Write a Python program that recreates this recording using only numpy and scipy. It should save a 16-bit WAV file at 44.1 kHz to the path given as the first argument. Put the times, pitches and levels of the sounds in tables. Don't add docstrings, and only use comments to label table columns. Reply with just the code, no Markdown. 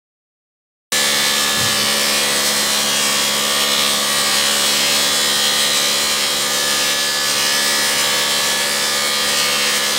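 import sys
import numpy as np
from scipy import signal
from scipy.fft import rfft, irfft, next_fast_len
from scipy.io import wavfile
from scipy.ndimage import uniform_filter1d, map_coordinates

SR = 44100
rng = np.random.default_rng(int(sys.argv[2]) if len(sys.argv) > 2 else 0)


def store_wav(level_fs):
    pcm = np.round(np.clip(np.atleast_2d(level_fs), -1, 1) * 32767)
    wavfile.write(sys.argv[1], SR, pcm.T.astype(np.int16))


N = 440118

# time in seconds, speed in turns a second.
DRUM_SPEED = [(0.92, 71.95), (1.5, 71.51), (2.2, 70.9), (2.9, 70.68), (3.7, 70.66), (4.9, 71.17),
              (5.7, 71.41), (6.7, 71.56), (8.2, 71.44), (9.3, 71.22), (9.95, 71.17)]


def amp(db):
    return 10 ** (np.asarray(db) / 20)


def unit(x):
    return x / np.sqrt(np.mean(x ** 2) + 1e-20)


def curves(rows):
    times, *columns = np.transpose(rows)
    return [np.interp(np.arange(N) / SR, times, column) for column in columns]


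def wobble(rate):
    knots = rng.standard_normal(400)
    steps = np.arange(0, N, 64)
    return np.interp(np.arange(N), steps, map_coordinates(knots, [steps * rate / SR], mode="wrap"))


def swing(rate):
    return np.tanh(wobble(rate))


def flutter(rate):
    return unit(np.interp(np.arange(N) * rate / SR, np.arange(N), rng.standard_normal(N)))


def spell(start, length, rise_s=0.2, fall_s=0.23):
    t = np.arange(N) / SR
    return np.clip(np.minimum((t - start) / rise_s, (start + length - t) / fall_s) + 0.5, 0, 1)


def filtered(x, response):
    size = next_fast_len(N + SR // 2)
    return irfft(rfft(x, size) * response(np.fft.rfftfreq(size, 1 / SR)), size)[:N]


def coloured(x, spectrum):
    points_hz, db = np.transpose(spectrum)
    return unit(filtered(x, lambda hz: amp(np.interp(np.log(hz + 1), np.log(points_hz), db))))


def slowing():
    speed, = curves(DRUM_SPEED)
    return speed.mean() - speed


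def tone(turns, multiple, waver, rate):
    drift = 1 + waver * (wobble(rate) + 1j * wobble(rate))
    return unit(np.real(drift * np.exp(2j * np.pi * (multiple * turns + rng.random()))))


def drum_and_belt(turns, bite_db):
    # multiple of the drum speed, level in dB at average bite.
    hum_partials = [(1, -53.5), (2, -46.5), (4, -43), (5, -43.0), (6, -43.5), (10, -48), (11, -43.5),
                    (12, -46.5), (15, -42.5), (18, -43), (19, -43.5), (20, -45.5), (21, -42), (22, -45),
                    (23, -41.5), (25, -42), (28, -37.5), (29, -51), (30, -48.5), (31, -41.5)]
    # multiple of the drum speed, level in dB.
    belt_partials = [(5.4, -52.5), (5.6, -60.5), (6.6, -50), (7.2, -42), (7.4, -48), (11.4, -48.5),
                     (15.6, -58), (16.4, -67)]
    # time in seconds, level in dB.
    drone_levels = [(0.95, -38), (1.8, -33.5), (4.7, -36.5), (7.1, -40), (9.95, -38.3)]
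    hum = sum(amp(db) * tone(turns, round(k), waver=0.088 + 0.021 * k, rate=2.62)
              for k, db in hum_partials)
    belt = sum(amp(db) * tone(turns, round(k * 5) / 5, waver=0.43, rate=3) for k, db in belt_partials)
    drone = amp(curves(drone_levels)[0]) * tone(turns, 3, waver=0.08, rate=8)
    return amp(1.5 * (bite_db - bite_db.mean())) * hum + belt + drone


def whines(turns):
    # multiple of its speed (rounded in use), level in dB,
    # dB gained per turn a second of slowing, random swing in dB.
    partials = [(7, -37, 3, 2), (8, -35.5, 0.5, 1.5), (9, -45, 11.5, 3.5), (13, -42, 0, -0.5),
                (14, -43, 7.5, 3), (16, -39.5, 6, 5.5), (17, -37, 2, 3.5), (24, -39, 1, 3),
                (26, -37, 3, 3.5), (27, -40, 0, 2.5), (47, -40.5, 8, 4), (71.86, -37, -2, -2),
                (95.8, -39, 1.5, 6)]
    # start in seconds, length in seconds, multiple of the drum speed, level in dB.
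    squeals = [(0.8, 0.94, 24, -28), (0.8, 0.77, 26, -34), (0.8, 0.47, 7, -32.5), (1.08, 0.16, 48, -26.5),
               (2.9, 0.5, 16, -33), (3.35, 0.38, 17, -31), (4.05, 0.35, 27, -33), (4.35, 0.8, 8, -32.5),
               (4.4, 1.3, 47, -31.5), (4.75, 0.78, 72, -31), (5.0, 0.32, 48, -28.5), (5.15, 0.72, 26, -32),
               (5.35, 1.1, 45, -29.5), (6.398, 2.15, 24, -29), (6.4, 0.55, 17, -32), (6.55, 1.6, 72, -30.5),
               (7.35, 1.36, 13, -36.5), (7.65, 0.28, 27, -28.5), (7.9, 0.68, 16, -34),
               (8.503, 1.5, 24, -31.5), (8.801, 0.85, 17, -31.5), (9.1, 0.7, 45, -33),
               (9.15, 0.45, 26, -31)]
    load = slowing()
    calm = {round(k): amp(db + load_db * load + swing_db * swing(rate=2.2))
            for k, db, load_db, swing_db in partials}
    out = np.zeros(N)
    for multiple in sorted(set(calm) | {round(k) for _, _, k, _ in squeals}):
        squeal = sum(amp(db) * spell(start, length)
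                     for start, length, k, db in squeals if round(k) == multiple)
        out += np.maximum(calm.get(multiple, 0), squeal) * tone(turns, multiple, waver=0.14, rate=8)
    return out


def groove(turns, life, size):
    memory = np.exp(-1 / life)
    laps = signal.lfilter([1], [1, -memory], rng.standard_normal((900, size)), axis=0)
    return unit(map_coordinates(laps.ravel(), [(turns + 150) * size], order=3))


def cutting(turns, life, fresh, spiky_db):
    grains = np.sqrt(1 - fresh) * groove(turns, life, size=600) + np.sqrt(fresh) * rng.standard_normal(N)
    return grains * amp(spiky_db * groove(turns, life, size=24))


def cutters(turns, bite_db):
    # frequency in Hz, relative level in dB.
    scrape_colour = [(300, -54), (1000, -44), (1750, -5), (2030, -2), (2280, 0.5), (2600, -1), (2950, 1.5),
                     (3300, -5.5), (3800, -6), (4400, -3.5), (4950, -2.5), (5300, -3.5), (6500, -37),
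                     (10000, -60)]
    grit_colour = [(2000, -55), (4200, -2.5), (5400, -3.5), (6300, -3.5), (7400, -3), (8700, -4.5),
                   (9600, -7), (10800, -13), (12500, -13), (15700, -14.5)]
    dust_colour = [(3000, -32), (6000, -4), (9000, -2), (11000, 3), (15700, -5)]
    depth = amp(0.44 * np.cos(2 * np.pi * (turns - 0.33)) + 0.76 * wobble(rate=26))
    scrape_db = -3.5 + 0.5 * slowing() + 1.24 * wobble(rate=4.5)
    scrape = coloured(cutting(turns, life=12.6, fresh=0.13, spiky_db=1.5), scrape_colour)
    grains = cutting(turns, life=9, fresh=0.18, spiky_db=1.4)
    crackle = amp(0.77 * flutter(rate=1700))
    grit = steel(coloured(grains * crackle, grit_colour))
    grit = shifting_gap(grit, patchy_db=1.1)
    dust = amp(-18) * coloured(rng.standard_normal(N) * crackle, dust_colour)
    return depth * amp(bite_db) * (amp(scrape_db) * scrape + amp(-0.5) * (grit + dust))


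def steel(x):
    # centre in Hz, width in Hz, gain in dB.
    resonances = [(5390, 160, 4.5), (5950, 230, 3), (6800, 110, -0.5), (7830, 510, 0.5), (8430, 310, 2.5),
                  (9050, 240, 2.5), (10500, 250, 2), (12500, 400, 1)]
    return filtered(x, lambda hz: amp(sum(db / (1 + (2 * (hz - centre) / width) ** 2)
                                          for centre, width, db in resonances)))


def shifting_gap(x, patchy_db):
    spectra = signal.stft(x, nperseg=1024)[2]
    patches = uniform_filter1d(rng.standard_normal(spectra.shape), size=6, axis=0)
    patches = uniform_filter1d(patches, size=70, axis=1)
    return unit(signal.istft(spectra * amp(patchy_db * unit(patches)), nperseg=1024)[1][:N])


def hood(turns):
    # time in seconds, ringing level in dB.
    ringing_levels = [(0.97, -20), (1.22, -23.5), (5.35, -21.5), (5.45, -20), (7.16, -24.5), (7.41, -24),
                      (7.98, -23), (8.03, -21.5), (8.65, -22.5), (8.7, -32), (8.95, -24), (9.9, -21.5)]
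    # centre in Hz, width in Hz, dB against the average ringing,
    # place of the blow in the turn from 0 to 1, share of the ringing's swell, random swing in dB.
    modes = [(3190, 203, -5.5, .36, 0.92, 2.1), (3560, 115, -9.5, .3, -0.28, 2.5),
             (4003, 260, -4.5, .14, 0.81, 1), (4750, 190, -15, .25, -0.7, 2)]
    ringing_db, = curves(ringing_levels)
    out = np.zeros(N)
    for centre, width, db, place, share, swing_db in modes:
        swell_db = share * (ringing_db - ringing_db.mean()) + swing_db * swing(rate=3.5)
        swell_db += chatter(centre, width)
        scrape = cutting(turns, life=14.8, fresh=0.13, spiky_db=2.5)
        rasp = filtered(scrape, lambda f: (2j * f * width / (centre ** 2 - f ** 2 + 2j * f * width)) ** 2)
        ring = unit(rasp) + amp(-4.5 + 0.87 * swell_db) * ping(turns, centre, place)
        running_rms = np.sqrt(np.abs(uniform_filter1d(ring ** 2, size=8000)) + 1e-12)
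        out += amp(ringing_db.mean() + db + swell_db) * ring / running_rms
    return out


def ping(turns, hz, place, rise_s=0.0012, scatter=0.31):
    count, angle = np.divmod(turns - place + 1, 1)
    age = angle / curves(DRUM_SPEED)[0]
    accent, shift = scatter * rng.standard_normal((2, 800))[:, count.astype(int)]
    envelope = (age / rise_s) ** 2 * np.exp(-2 * age / rise_s)
    return unit(envelope * (1 + accent) * np.sin(2 * np.pi * hz * age + shift + 1.84 * wobble(rate=2.5)))


def frame(bite_db):
    # frequency in Hz, relative level in dB.
    colour = [(25, -30), (38, -24), (50, -14), (80, -7), (105, -11), (170, -2), (330, -3), (430, -1.5),
              (520, 2.5), (670, -2), (820, 2.5), (970, -1.5), (1140, 4), (1400, -1), (2200, -2),
              (4000, -28), (12000, -15)]
    return amp(bite_db - 7.5 + 0.5 * slowing()) * coloured(rng.standard_normal(N), colour)


def chatter(hz, width):
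    # start in seconds, length in seconds, mode in Hz, boost in dB.
    spells = [(1.05, 1.05, 3560, 5), (3.65, 0.4, 3560, 4.5), (5.0, 0.89, 4003, 2.5), (6.95, 1.2, 4750, 6.5)]
    return sum(db * spell(start, length)
               for start, length, mode_hz, db in spells if abs(mode_hz - hz) < width)


def bump():
    # time in seconds, level in dB.
    levels = [(1.5, -64), (1.56, -33), (1.63, -27.5), (1.72, -38), (1.85, -35), (2.0, -80)]
    # frequency in Hz, relative level in dB.
    colour = [(30, -38), (70, -20), (105, -1), (150, -5), (250, -10), (450, -35), (2000, -80)]
    return amp(curves(levels)[0]) * coloured(rng.standard_normal(N), colour)


def scene():
    # time in seconds, grinding level in dB.
    bite_levels = [(0.97, -20), (1.96, -21), (2.19, -20), (4.03, -21.5), (4.3, -20), (6.14, -21.5),
                   (6.79, -21.5), (7.16, -23.5), (7.34, -21), (8.53, -20.5), (8.55, -21.5), (9.0, -22),
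                   (9.08, -21), (9.15, -23.5), (9.27, -20.5), (9.9, -22)]
    bite_db, = curves(bite_levels)
    turns = np.cumsum(curves(DRUM_SPEED)[0]) / SR
    tones = drum_and_belt(turns, bite_db) + whines(turns)
    machine = tones + cutters(turns, bite_db) + hood(turns) + frame(bite_db) + bump()
    return np.array([machine, machine])


def record(dry):
    start_s, ceiling, top_hz = 0.921, 0.8, 15800
    on = np.arange(N) / SR >= start_s
    rounded = dry / (1 + (dry / ceiling) ** 6) ** (1 / 6)
    return np.array([filtered(side * on, lambda hz: np.clip((top_hz - hz) / 200 + 0.5, 0, 1))
                     for side in rounded])


dry = scene()
out = record(dry)
store_wav(out)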